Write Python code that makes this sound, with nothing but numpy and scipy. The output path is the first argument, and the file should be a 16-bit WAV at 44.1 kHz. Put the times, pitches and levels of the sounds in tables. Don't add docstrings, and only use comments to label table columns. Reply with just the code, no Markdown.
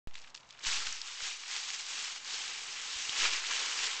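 import sys
import numpy as np
from scipy import signal
from scipy.fft import rfft, irfft
from scipy.io import wavfile
from scipy.ndimage import uniform_filter1d

SR = 44100
rng = np.random.default_rng(int(sys.argv[2]) if len(sys.argv) > 2 else 0)


def voltage_ratio(decibels):
    exponent = np.asarray(decibels, float) / 20
    return 10 ** exponent


def dump_mix(stems):
    frames = np.atleast_2d(stems).T
    limited = np.clip(frames, -1, 1)
    pcm = np.round(limited * 32767).astype(np.int16)
    wavfile.write(sys.argv[1], SR, pcm)


N = 176400
T = np.arange(N) / SR


def evened(x):
    return x / np.sqrt(np.mean(x ** 2) + 1e-20)


def read(points, hz):
    f, db = np.transpose(points)
    return np.interp(np.log(hz + 1), np.log(f + 1), db)


def follow(points):
    return np.interp(T, *np.transpose(points))


def colour(x, points):
    gain = voltage_ratio(read(points, np.fft.rfftfreq(N, 1 / SR)))
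    return irfft(rfft(x) * gain, N)


def leak(x, s):
    return signal.lfilter([1], [1, -np.exp(-1 / (s * SR))], x)


def slow(top_hz):
    rates = np.geomspace(top_hz / 12, top_hz, 24)
    return evened(sum(np.sin(2 * np.pi * (f * T + rng.random())) / np.sqrt(f) for f in rates))


def crack(hz, t60, spread, noise, front=5.44):
    t = np.arange(len(noise)) / SR
    low, high = hz / (1 + spread), min(hz * (1 + spread), 9000)
    burst = (noise + front * (t == 0)) * voltage_ratio(-60 * t / t60)
    x = signal.lfilter(*signal.butter(2, [low, high], "band", fs=SR), burst)
    return x / abs(x).max()


def crackle(rate, size_db, t60, spread):
    kinds = 24
    hit = rng.random(N) < rate / SR
    kind = rng.integers(0, kinds, N)
    size = hit * voltage_ratio(size_db * np.minimum(rng.exponential(1, N), 4.5)) / np.sqrt(rate)
    total, power = 0, 0
    for k, hz in enumerate(np.geomspace(300, 8000, kinds)):
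        ring_s = t60 * (3000 / hz) ** 0.24
        shape = rfft(crack(hz, ring_s, spread, rng.standard_normal(1500)), N)
        total = total + rfft(size * (kind == k)) * shape
        power = power + abs(shape) ** 2
    return irfft(total / np.sqrt(uniform_filter1d(power, size=1500) + 1e-9), N)


def patchy(x):
    z = signal.stft(x, nperseg=256)[2]
    patches = uniform_filter1d(rng.standard_normal(z.shape), size=7, axis=0)
    patches = uniform_filter1d(patches, size=14, axis=1)
    return signal.istft(z * voltage_ratio(0.8 * evened(patches)), nperseg=256)[1][:N]


# (t/s, effort level/dB)
STIRS = [
    (.075, -58),
    (.1, -68),
    (.13, -72),
    (.16, -54),
    (.25, -63.5),
    (.3, -60),
    (.335, -73),
    (.36, -55),
    (.4, -66.5),
]
# (t/s, effort level/dB)
MOVES = [
    [(.47, -65), (.6, -61.5), (.63, -50.5), (.642, -39), (.648, -44.5), (.657, -38), (.668, -32.5),
     (.7, -36), (.73, -33), (.8, -36.5), (.85, -41)],
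    [(.868, -37.5), (.89, -40), (.93, -42), (1.0, -46.5), (1.05, -46.5), (1.09, -43.5), (1.18, -45)],
    [(1.21, -41), (1.265, -36.5), (1.3, -39.5), (1.39, -47), (1.47, -44.5), (1.5, -38.5), (1.57, -38),
     (1.61, -41)],
    [(1.64, -39.5), (1.665, -42), (1.69, -38.5), (1.72, -41), (1.745, -38), (1.782, -44), (1.795, -40.5),
     (1.86, -43.5), (1.89, -39.5), (2.04, -38.5), (2.12, -41), (2.17, -44.5), (2.195, -48)],
    [(2.24, -48.5), (2.255, -44.5), (2.28, -41.5), (2.3, -39.5), (2.32, -40), (2.338, -38), (2.38, -39),
     (2.5, -41), (2.62, -43), (2.83, -41), (3.03, -38), (3.11, -38.5)],
    [(3.135, -36.5), (3.16, -38), (3.175, -32.5), (3.21, -31.5), (3.225, -30.5), (3.27, -31.5),
     (3.3, -37.5), (3.335, -34), (3.357, -36.5), (3.38, -37.5), (3.42, -41)],
    [(3.47, -37), (3.505, -38), (3.52, -33), (3.55, -35.5), (3.62, -35), (3.75, -38.5), (3.84, -33),
     (3.9, -36.5), (4.0, -40.5)],
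]
# (t/s, level/dB)
WEIGHT = [(0, 4.5), (.65, 4.5), (.74, -2), (.9, 0.5), (1.4, -3), (2, -2.5), (2.6, 0.5), (3.1, -3.5),
          (3.17, 0), (3.25, 5.5), (3.45, 3.5), (4, 1.5)]
# (f/Hz, level/dB per Hz)
LEAF = [(200, -31.5), (400, -44.5), (800, -13.5), (1500, -9.5), (2900, -1.5), (4500, -1), (7000, -2),
        (12000, -9.5)]
# (f/Hz, level/dB per Hz)
PILE = [(150, -28), (300, -15), (470, -7.5), (750, -14.5), (1050, -4), (1400, -3.5), (2800, 1), (4200, -6),
        (7000, -30)]
CRACKS_PER_S, STILL_PER_S, BUSY_DB = 6000, 900, -45
SPIKES_PER_S, SPIKE_DB = 2000, 0.5
PILE_DB, PILE_FOLLOW = -8.5, 0.67


def rustle():
    effort = follow(np.concatenate([STIRS] + MOVES))
    busy = np.minimum(voltage_ratio(effort - BUSY_DB), 2)
    rate = STILL_PER_S + CRACKS_PER_S * busy * voltage_ratio(2.0 * slow(40))
    top = evened(colour(crackle(rate, 1.5, 0.016, 0.47), LEAF))

    sheet = evened(colour(rng.standard_normal(N), LEAF)) * np.minimum(busy, 1)
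    spikes = (rng.random(N) < SPIKES_PER_S / SR) * rng.standard_normal(N)
    sheet = sheet + voltage_ratio(SPIKE_DB) * evened(colour(spikes, LEAF))

    crush = evened(colour(crackle(rate * .4, 2.96, 0.017, 0.41), PILE))
    settled = PILE_FOLLOW * effort + (1 - PILE_FOLLOW) * uniform_filter1d(effort, size=9000)
    leaves = voltage_ratio(effort + 0.49 * slow(150)) * (voltage_ratio(-1.0) * top + voltage_ratio(-6) * sheet)
    return patchy(leaves + voltage_ratio(settled + PILE_DB + follow(WEIGHT)) * crush)


# (t/s, peak level/dB, ring f/Hz, t60/s)
TICKS = [(.0765, -45.5, 2540, .02), (.11, -47, 2570, 0.013), (.1184, -63, 1900, 0.019),
         (0.1376, -50, 3500, .008), (.1415, -38.5, 4300, 0.0089), (0.153, -34, 2760, 0.021),
         (.1545, -37, 6500, 0.011), (0.169, -44, 2610, 0.011), (0.1803, -40, 3070, 0.012),
         (.184, -52, 6500, .012), (.176, -42, 3500, .012), (.188, -48, 4500, .015),
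         (0.2165, -40.5, 4970, 0.022), (.2245, -45, 4200, .015), (0.23, -48, 3300, 0.017),
         (.239, -46, 3500, .02), (.244, -43, 2500, 0.018), (.2785, -46, 3480, .015),
         (0.274, -45, 2470, 0.021), (0.3017, -48, 4000, 0.027), (0.345, -38, 5000, .008),
         (.3487, -30.5, 4030, 0.015), (.3608, -36, 4060, 0.0061), (0.3695, -41, 5500, 0.01),
         (0.3755, -38.5, 3280, .015), (0.406, -47, 4500, .02), (0.431, -49, 3030, 0.017),
         (0.49, -45, 4530, 0.011), (.502, -44, 3500, .008), (0.5062, -36.5, 4120, 0.022),
         (.5262, -43, 4000, .01), (.536, -49, 2000, 0.016), (0.5486, -48, 2280, .012),
         (0.575, -50, 1950, .012), (.589, -45, 1980, .015), (0.5923, -42, 5030, 0.02),
         (.613, -44, 4500, .015), (.621, -46, 2800, .012)]
# (t/s, peak level/dB, ring f/Hz, t60/s)
SNAPS = [(0.6493, -25, 2600, .015), (0.6673, -18.5, 4970, 0.044), (0.8685, -23, 4000, 0.02),
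         (0.8716, -24, 2200, 0.006), (0.9752, -43, 3280, 0.012), (1.0163, -27, 4350, 0.0024),
         (1.0762, -27, 6000, 0.0043), (1.204, -35, 1410, 0.022), (1.2371, -23.5, 5190, 0.0087),
         (1.4355, -34, 1970, 0.021), (1.4603, -36, 1920, 0.015), (1.5646, -20.5, 4320, 0.008),
         (1.6, -27, 3970, 0.0066), (1.7035, -24.5, 4120, 0.006), (1.7913, -33, 2510, 0.01),
         (2.161, -28, 2660, 0.013), (2.2472, -26.5, 6160, .006), (2.4788, -26.5, 3690, 0.017),
         (2.853, -50, 4580, .008), (3.0944, -27, 4500, 0.006), (3.131, -25, 2570, 0.0061),
         (3.1659, -26.5, 2680, 0.032), (3.2217, -24, 3200, 0.0089), (3.2425, -20, 2400, 0.013),
         (3.262, -29.5, 1710, 0.029), (3.231, -27, 2600, .015), (3.2524, -23, 1800, 0.054),
         (3.334, -20, 4000, 0.0086), (3.4675, -27, 3190, 0.013), (3.5096, -26.5, 2570, 0.01)]
# (t/s, peak level/dB, ring f/Hz, t60/s)
PINGS = [(.9262, -20.5, 6240, 0.0094), (.931, -37, 1990, .012), (1.0162, -25, 4500, 0.012),
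         (1.0762, -32, 4200, 0.0088), (1.237, -25, 5630, .012), (1.689, -33, 4100, .01),
         (2.336, -25.5, 4500, 0.013), (2.343, -34, 3500, 0.0084), (3.0944, -20, 3570, .012),
         (3.336, -23, 6500, .012), (3.536, -30, 3000, 0.012), (3.869, -22, 4500, .008),
         (.7, -30, 3400, .015), (.714, -27, 4000, .012), (.728, -24, 3100, .03), (.743, -27, 3300, 0.018),
         (.1535, -47.5, 1590, 0.018), (.348, -46, 1580, 0.02), (3.22, -22, 2700, .012)]
SNAP_SPREAD, PING_SPREAD, TICK_RISE_S = 0.57, 0.26, 0.00054


def snaps():
    out, t = np.zeros(N + 2000), np.arange(1500) / SR
    groups = (TICKS, SNAP_SPREAD, TICK_RISE_S), (SNAPS, SNAP_SPREAD, 0), (PINGS, PING_SPREAD, 0)
    for rows, spread, rise in groups:
        front = .5 if rise else 4.8
        for s, db, hz, t60 in rows:
            opening = 1 - np.exp(-(t + 1 / SR) / (rise + 1e-6))
            tear = rng.standard_normal(1500) * opening
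            out[round(s * SR):][:1500] += voltage_ratio(db) * crack(hz, t60, spread, tear, front)
    return out[:N]


GLINT_DB, GLINT_FROM_HZ, GLINT_FULL_HZ = 2, 6700, 8100


def glinting(x):
    hz, _, z = signal.stft(x, SR, nperseg=256)
    share = np.clip((hz - GLINT_FROM_HZ) / (GLINT_FULL_HZ - GLINT_FROM_HZ), 0, 1)[:, None]
    flicker = voltage_ratio(GLINT_DB * share * rng.standard_normal(z.shape[1]))
    return signal.istft(z * flicker, nperseg=256)[1][:N]


# (t/s, length/s, push/0.001 of full scale)
KNOCKS = [
    (2.957, 0.013, 2.5),
    (3.093, 0.0017, -7.5),
]


def knocks():
    out = 0
    for s, length, push in KNOCKS:
        out = out + push / 1000 * np.sin(np.pi * np.clip((T - s) / length, 0, 1)) ** 2
    return out


# (t/s, hum level/dB)
HUM = [(.2, -83), (.34, -78), (.62, -78), (.7, -96), (1.06, -89), (1.13, -77.5), (1.25, -95), (1.38, -95),
       (1.45, -81.5), (1.8, -82), (1.9, -98), (2.2, -89), (2.35, -83), (2.9, -80), (3.15, -87), (3.3, -102),
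       (3.6, -84), (4, -87)]


def motor_hum():
    hz = 124 * (1 + 0.012 * slow(12))
    return np.sin(2 * np.pi * np.cumsum(hz) / SR) * voltage_ratio(follow(HUM) + 2.5 * slow(12))


# (t/s, ramp/s, baseline jump/0.001 of full scale)
STEPS = [(0.665, 0.0028, -9), (0.676, 0.0063, -7.5), (0.726, 0.019, -2), (0.74, 0.0069, -5),
         (.775, 0.0037, -2), (.868, 0.0066, -5.5), (1.225, 0.0015, -2.5), (3.19, 0.0049, -2),
         (3.201, 0.034, -10), (3.226, 0.024, -4.5), (3.24, 0.036, -0.5), (3.334, 0.0073, -1.5),
         (3.799, 0.0045, -1.1)]


def steps():
    baseline = sum(jump * np.clip((T - s) / ramp, 0, 1) for s, ramp, jump in STEPS)
    return np.diff(baseline, prepend=0)


# (f/Hz, level/dB per Hz)
YARD = [(20, -11), (60, 0), (130, 1.5), (200, 1.5), (330, -0.5), (1000, 4.5), (4200, -9), (9000, -13)]
YARD_DB, DUCK_DB_PER_STEP, RECOVER_S = -65.5, 2.8, 0.36


def yard():
    wash = evened(colour(rng.standard_normal(N), YARD)) * voltage_ratio(YARD_DB + 1.0 * slow(2.0))
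    return wash / voltage_ratio(DUCK_DB_PER_STEP * leak(-steps(), RECOVER_S))


def scene():
    leaves = glinting(rustle() + snaps())
    return (leaves + knocks() + yard() + motor_hum())[None]


# (f/Hz, level/dB)
MIC = [(480, 0), (640, 0), (800, 3), (7200, -1), (8050, -7), (8500, -16.5), (8950, -31.5), (9200, -130)]


def microphone(x):
    return colour(x, MIC)


START_S, START_RAMP_S, START_JUMP = 0.073, .00004, 20
SETTLE_S, OFFSET = 0.093, -0.42
# (f/Hz, level/dB per Hz)
WOBBLE = [(15, 4.5), (60, -4.5), (130, -14.5), (300, -10.5), (600, -68), (3000, -130)]
WOBBLE_DB, RUMBLE_DB = -21, -79.5


def jolted_baseline():
    jolt = leak(steps(), SETTLE_S) / 1000
    ripple = evened(colour(rng.standard_normal(N), WOBBLE)) * (voltage_ratio(WOBBLE_DB) * jolt + voltage_ratio(RUMBLE_DB))
    switch_on = START_JUMP * np.exp(-(T - START_S) / SETTLE_S)
    return jolt + ripple + (OFFSET + switch_on) / 1000


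def top_cut(x):
    return signal.sosfilt(signal.butter(12, 16700, fs=SR, output="sos"), x)


def record(dry):
    on = np.clip((T - START_S) / START_RAMP_S, 0, 1)
    mix = (microphone(dry[0]) + jolted_baseline())[None] * on
    return top_cut(mix)


dry = scene()
out = record(dry)
dump_mix(out)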